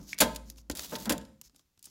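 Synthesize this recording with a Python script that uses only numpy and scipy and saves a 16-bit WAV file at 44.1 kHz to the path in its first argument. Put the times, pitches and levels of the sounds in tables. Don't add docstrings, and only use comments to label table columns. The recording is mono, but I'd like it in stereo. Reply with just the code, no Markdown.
import sys
import numpy as np
from scipy import signal
from scipy.fft import rfft, irfft
from scipy.io import wavfile
from scipy.ndimage import uniform_filter1d

SR = 44100
rng = np.random.default_rng(int(sys.argv[2]) if len(sys.argv) > 2 else 0)


def generate_wav(sig):
    pcm = np.round(np.clip(np.atleast_2d(sig).T, -1, 1) * 32767).astype(np.int16)
    wavfile.write(sys.argv[1], SR, pcm)


N = 83790
TIME, FREQ = np.arange(N) / SR, np.fft.rfftfreq(N, 1 / SR)


def amp(db):
    return 10 ** (np.asarray(db) / 20)


def evened(x):
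    return x / np.sqrt(np.mean(x ** 2, axis=-1, keepdims=True) + 1e-20)


def read(points, hz):
    point_hz, value = np.transpose(points)
    return np.interp(np.log(hz + 1), np.log(point_hz), value)


def sides(pan_db):
    return evened(amp(np.array([pan_db, -pan_db]) / 2))[:, None]


def dying(t, t60):
    return np.exp(-np.log(1000) * t / max(t60, 1e-3))


def add(mix, start_s, sound):
    part = mix[:, max(round(start_s * SR), 0):][:, :sound.shape[-1]]
    part += sound[..., :part.shape[1]]


def noise(size):
    # pitch_hz, likeness [0 to 1]
    likeness = [(62, .75), (130, .97), (330, 0.94), (620, 0.4), (2000, 0.094), (16000, .05)]
    hz = np.fft.rfftfreq(size, 1 / SR)
    left, other = rfft(rng.standard_normal((2, size)))
    same = np.clip(read(likeness, hz), 0, 1)
    right = same * left + np.sqrt(1 - same ** 2) * other
    return hz, np.array([left, right])


def octave_noise(size):
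    hz, spectra = noise(size)
    bands = []
    for centre_hz in 62.5 * 2.0 ** np.arange(9):
        weight = np.maximum(1 - abs(np.log2((hz + 1) / centre_hz)), 0)
        bands.append((centre_hz, irfft(spectra * weight, size)))
    return bands


def hiss(spectrum):
    return evened(irfft(noise(N)[1] * amp(read(spectrum, FREQ)), N))


def contact(colour, level_db, body_db, top_db, ring_s, pan_db, rise_s=0):
    # pitch_hz, share of ring_s
    ring_share = [(62, 1.5), (250, 2.14), (1000, 1.346), (4000, 0.89), (16000, .8)]
    # pitch_hz, left_right_db
    shadow = [(62, -2), (500, -4.5), (5000, -3), (9000, 6.5), (16000, 5.5)]
    crack_share, crack_s = 0.4, 0.0006
    rise_cycles = 1.0
    bands = octave_noise(size=8192)
    t = TIME[:bands[0][1].shape[1]]
    crack = 1 + crack_share * np.exp(-t / crack_s)
    tilt = [(600, body_db), (4500, 0.0032), (6500, 0), (11000, top_db)]  # pitch_hz, level_db
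    out = 0
    for hz, band in bands:
        rise = 1 - np.exp(-t / (abs(rise_s) + rise_cycles / hz))
        env = rise * dying(t, ring_s * read(ring_share, hz)) * crack
        gain = amp(level_db + read(colour, hz) + read(tilt, hz)) * sides(pan_db + read(shadow, hz))
        out = out + gain * evened(band * env) * np.sqrt(np.mean(env ** 2))
    return out


def mode(hz, rise_s, t60):
    swell = 1 - np.exp(-TIME / max(rise_s, 1e-4))
    return np.sin(2 * np.pi * hz * TIME) * swell * dying(TIME, t60)


def rubbing(strokes, spectrum, grit_db):
    grain_db = 2.5
    slips_per_s, slip_spread_db = 610, 4.5
    slip_decay_s, release_s = 0.0016, 0.023
    out = np.zeros((2, N))
    for start_s, length_s, level_db, change_db, rise_s, pan_db in strokes:
        jitter = evened(uniform_filter1d(rng.standard_normal(N), size=40))
        grain = evened(amp(grain_db * jitter))

        slip_db = slip_spread_db * np.minimum(rng.exponential(1, N), 3)
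        slips = (rng.random(N) < slips_per_s / SR) * amp(slip_db)
        bursts = signal.lfilter([1], [1, -np.exp(-1 / (slip_decay_s * SR))], slips)
        grain = grain + amp(grit_db) * evened(bursts)

        rise = np.clip(TIME / rise_s, 0, 1)
        release = np.clip((length_s - TIME) / release_s + 0.5, 0, 1)
        gain = amp(level_db + change_db * np.minimum(TIME / length_s, 1))
        stroke = evened(hiss(spectrum) * grain) * rise * release * gain
        add(out, start_s, stroke * sides(pan_db))
    return out


def quiet_floor():
    # pitch_hz, level_db [per Hz]
    floor_colour = [(25, -3.5), (60, 0.5), (310, -14), (1350, -18.5), (2200, -17.5), (6700, -16.5),
                    (8500, -22), (14800, -19.5), (16000, -23.5)]
    return hiss(floor_colour) * amp(-76.5) * sides(pan_db=3)


def handling_rumble():
    # pitch_hz, level_db [per Hz]
    rumble_colour = [(28, -24.5), (42, -6), (54, 3.5), (85, -12), (160, -2.5), (270, -3), (450, -23.5),
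                     (1200, -27), (4000, -58.5)]
    # time_s, level_db
    handling = [(0, -49.5), (.17, -61), (.5, -57), (.68, -65.5), (.8, -62.5), (1.15, -46), (1.35, -74),
                (1.5, -84), (1.7, -96), (1.9, -72.5)]
    level_db = np.interp(TIME, *np.transpose(handling))
    return hiss(rumble_colour) * amp(level_db) * sides(pan_db=6.5)


def room(near):
    # pitch_hz, t60_s
    echo_t60 = [(62, 1), (250, 0.42), (1000, 0.4), (4000, 0.44), (8000, 0.55), (16000, .33)]
    # pitch_hz, level_db
    echo_level = [(62, -7.5), (170, -1.5), (320, -10), (1000, -12), (4000, -17.5), (8000, -23.5),
                  (16000, -25.5)]
    t, tail = TIME[:SR], 0
    for hz, band in octave_noise(size=SR):
        swell = 1 - np.exp(-(t / 0.0097) ** 2)
        env = swell * dying(t, read(echo_t60, hz))
        tail = tail + band * env / np.linalg.norm(env) * amp(read(echo_level, hz))
    sent = 0.78 * near[:1] + 0.16 * near[1:]
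    return signal.fftconvolve(sent, tail, axes=1)[:, :N] * sides(pan_db=4)


def paper():
    # start_s, length_s, level_db, change_db [by the end], rise_s, left_right_db
    slides = [(0, 0.082, -60, 2, 0.0017, 4.5), (.068, 0.07, -45, -1, 0.02, 24),
              (.445, 0.076, -58.5, 3.5, 0.046, 7), (.566, 0.049, -52, -9, 0.012, 2),
              (1.425, .055, -59, 3, 0.019, 14), (1.55, 0.071, -64.5, -6, 0.011, 13),
              (1.785, 0.033, -71, -4.5, 0.0051, 14), (1.828, 0.085, -56.5, -5.5, .02, 7)]
    # pitch_hz, level_db [per Hz]
    slide_colour = [(100, -11.5), (1000, -16), (3000, -9.5), (4300, -2), (5300, 3.5), (6800, 2.5),
                    (8600, -12), (12500, -4.5), (17000, -14)]
    # start_s, level_db, body_db, top_db, ring_s [t60 before the share by pitch], left_right_db
    snaps = [(0.1436, -45.5, -11, -9.5, .03, 5.5), (.5595, -56, -10, -14, 0.019, 18),
             (.582, -48, -15, -19, 0.035, 3), (1.4139, -44, -16, 8, 0.021, 6),
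             (1.496, -58.5, -7, -18, 0.021, 17), (1.546, -63, -2, -13, 0.034, 23),
             (1.561, -52, -21.5, -6, 0.023, 13.5), (1.594, -54, -9, -15, 0.019, 14),
             (1.776, -58.5, -9, -17, .018, 28.5), (1.793, -55, -28, 0, 0.015, 18.5),
             (1.827, -49, -58.5, 4.5, 0.025, 16), (1.8422, -50.5, -32, 3, 0.051, 10),
             (1.855, -46.5, -26.5, 10.5, 0.037, 11), (1.8699, -54.5, -3.5, -8, 0.027, 19.5)]
    # pitch_hz, level_db [per octave band]
    paper_colour = [(62, -3), (125, 1.5), (250, -2.5), (500, -6.5), (1000, -4.5), (2000, -11), (4000, -2.5),
                    (8000, 2), (16000, -7)]
    out = rubbing(slides, slide_colour, grit_db=-7)
    for start_s, *snap in snaps:
        add(out, start_s, contact(paper_colour, *snap))
    return out


def lid_scrapes():
    # start_s, length_s, level_db, change_db [by the end], rise_s, left_right_db
    scrapes = [(.752, 0.056, -44.5, 8.5, 0.014, 3), (.8, 0.058, -41, 4, .004, 4.5),
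               (.85, 0.12, -47.5, 6, .005, 7.5), (.975, 0.101, -44, -0.5, 0.011, 1.5)]
    # pitch_hz, level_db [per Hz]
    scrape_colour = [(100, -29), (500, 0.5), (1500, -6.5), (2500, -4.5), (3800, 2), (6800, 2), (9000, -5),
                     (12000, -0.5), (14800, -2), (17000, 0)]
    return rubbing(scrapes, scrape_colour, grit_db=-5.5)


def latch_squeak():
    # pitch_hz, level_db [per Hz]
    squeak_colour = [(200, -26), (1200, -18.5), (1850, -1.5), (2500, 0), (2900, -8.5), (4000, -12),
                     (5300, -4.5), (8000, -18), (16000, -31)]
    start_s, t60 = 0.1305, 0.018
    tone = amp(-22.5) * sides(pan_db=16) * mode(2240, 0.0007, t60)
    rough = amp(-27) * sides(pan_db=7) * hiss(squeak_colour)
    rough = rough * np.minimum(TIME / 0.00076, 1) * dying(TIME, t60)
    out = np.zeros((2, N))
    add(out, start_s, tone + rough)
    return out


def uneven():
    depth, flutter_hz = 0.35, 28
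    slow = rfft(rng.standard_normal(N)) * np.exp(-(FREQ / flutter_hz) ** 2)
    return 1 + depth * evened(irfft(slow, N))


def box():
    # pitch_hz, level_db [relative], t60_s
    panels = [(161.6, -17, 0.71), (235.3, -5, 0.38), (276.8, 1.5, 0.24), (463.4, 3, 0.18),
              (531.2, -15.5, 0.64), (543, -1.5, 0.12), (602.2, 5.5, 0.17), (894.4, -1, 0.3),
              (917.6, -2.5, 0.25), (1021, -2.5, 0.26), (1275, -6.5, 0.21), (1580, 2, 0.12),
              (1733, -5.5, 0.13), (2107, -4.5, 0.13), (3254, -4.5, 0.21)]
    # start_s, level_db, soft_above_hz [higher pitches ring weaker]
    rings = [(.215, -28, 4070), (.7, -49, 690), (.922, -38.5, 910), (1.104, -34.5, 700)]
    # start_s, pitch_hz, level_db, rise_s, t60_s, left_right_db
    flexes = [(.207, 55.55, -39, 0.0061, 1.52, 11), (.7, 270, -23, 0.00068, 0.041, 4.5),
              (1.07, 227, -19.5, 0.014, 0.14, 5), (1.104, 223, -32, 0.0079, 0.2, -12),
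              (1.104, 65, -46, 0.025, 0.49, -2), (1.46, 51.85, -54.5, .01, .2, -10),
              (1.53, 271.2, -57, 0.013, 0.12, 5), (1.776, 104, -62, 0.0024, .14, 24.5)]
    out = np.zeros((2, N))
    ringing = [(hz, amp(db) * mode(hz, 0.0029, t60) * uneven()) for hz, db, t60 in panels]
    for start_s, level_db, soft_above_hz in rings:
        blow = sum(ring / np.sqrt(1 + (hz / soft_above_hz) ** 4) for hz, ring in ringing)
        add(out, start_s, amp(level_db) * sides(pan_db=9.5) * blow)
    for start_s, hz, level_db, rise_s, t60, pan_db in flexes:
        add(out, start_s, amp(level_db) * sides(pan_db) * mode(hz, rise_s, t60))
    centred_thump = amp(-22.5) * mode(60.7, rise_s=0.017, t60=0.081)
    add(out, 0.706, centred_thump)
    return out


def lid():
    # start_s, level_db, body_db, top_db, ring_s, left_right_db
    clacks = [(0.2027, -28.5, -2, 1.5, 0.044, 25), (.2049, -21.5, -3.5, 4.5, .075, 7.5),
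              (0.2103, -22, -2.5, 3.5, 0.094, 14.5), (0.2191, -25.5, -4.5, -8, 0.11, 6.5),
              (1.095, -29, 0, 3.5, 0.099, 11.5), (1.1045, -32, 9, -11, 0.051, 8),
              (1.122, -32, -7.5, 4.5, 0.054, -1)]
    # start_s, level_db, body_db, top_db, ring_s, left_right_db
    taps = [(0.181, -42, -17, -16, 0.042, -3.5), (0.1871, -29, -19, 1.5, 0.017, 3),
            (0.1939, -33, -26, -5.5, 0.019, -5), (0.348, -48, -8, 4, 0.033, -3),
            (0.3605, -33.5, -25, -2.5, 0.033, -4.5), (0.5004, -37, -33, 1, .012, 6.5),
            (0.6987, -32.5, 0, -3.5, 0.027, 3.5), (0.7119, -37, -38, -7, 0.058, -3.5),
            (0.7514, -45.5, -12, 7, .05, 0.5), (.758, -43, -17, -3, .03, -3),
            (.7715, -36.5, -26, 3.5, .02, -2), (0.7939, -26, -9.5, -14.5, 0.011, -10),
            (.954, -31, -19, -44, 0.039, 0), (.959, -39.5, -16, -1.5, 0.046, 5),
            (1.0561, -36.5, -7.5, -2, 0.031, 6), (1.18, -37.5, -41, -5, 0.016, -1),
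            (1.213, -51.5, -14, -15, .03, 0), (1.251, -50, -21, -13, 0.022, 4)]
    # start_s, level_db, rise_s, ring_s, left_right_db
    bumps = [(0, -54.5, 0.0004, 0.12, 7), (.6997, -32.5, 0.00061, 0.023, 2.5),
             (.919, -34, 0.0013, 0.18, 9.5), (1.063, -32.5, 0.002, .12, 6),
             (1.1055, -31, 0.00057, 0.053, 16)]
    # pitch_hz, level_db [per octave band]
    metal_colour = [(62, -18), (125, -13), (250, -2.5), (500, 1), (1000, -1.5), (2000, 0), (4000, 2.5),
                    (8000, 1.5), (16000, 0.5)]
    # pitch_hz, level_db [per octave band]
    dull_colour = [(62, -24.5), (125, -13.5), (250, -5), (500, -5), (1000, -5), (2000, -12), (4000, -19),
                   (8000, -30), (16000, -31)]
    # pitch_hz, width_hz, boost_db
    sheet = [(373, 110, -11), (755, 95, -6), (1138, 130, -8), (1653, 67, 2), (3600, 90, 1.5),
             (4050, 71, 2.5), (4660, 83, 4), (5040, 63, 1.5), (7076, 160, 9.5), (8440, 29, 1.5),
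             (10400, 150, 6), (11230, 130, 7.5)]
    out = np.zeros((2, N))
    for start_s, *blow in clacks + taps:
        add(out, start_s, contact(metal_colour, *blow))
    for start_s, level_db, rise_s, ring_s, pan_db in bumps:
        add(out, start_s, contact(dull_colour, level_db, 0, 0, ring_s, pan_db, rise_s))
    for hz, width_hz, boost_db in sheet:
        peak = signal.lfilter(*signal.iirpeak(hz, hz / width_hz, SR), out)
        out = out + (amp(boost_db) - 1) * peak
    return out * amp(-2.0)


def scene():
    near = paper() + lid_scrapes() + latch_squeak() + box() + lid()
    return quiet_floor() + handling_rumble() + room(near) + near


def record(dry):
    low_pass = signal.firwin(201, 16050, window=("kaiser", 9), fs=SR)
    return signal.oaconvolve(dry, low_pass[None], "same")


dry = scene()
out = record(dry)
generate_wav(out)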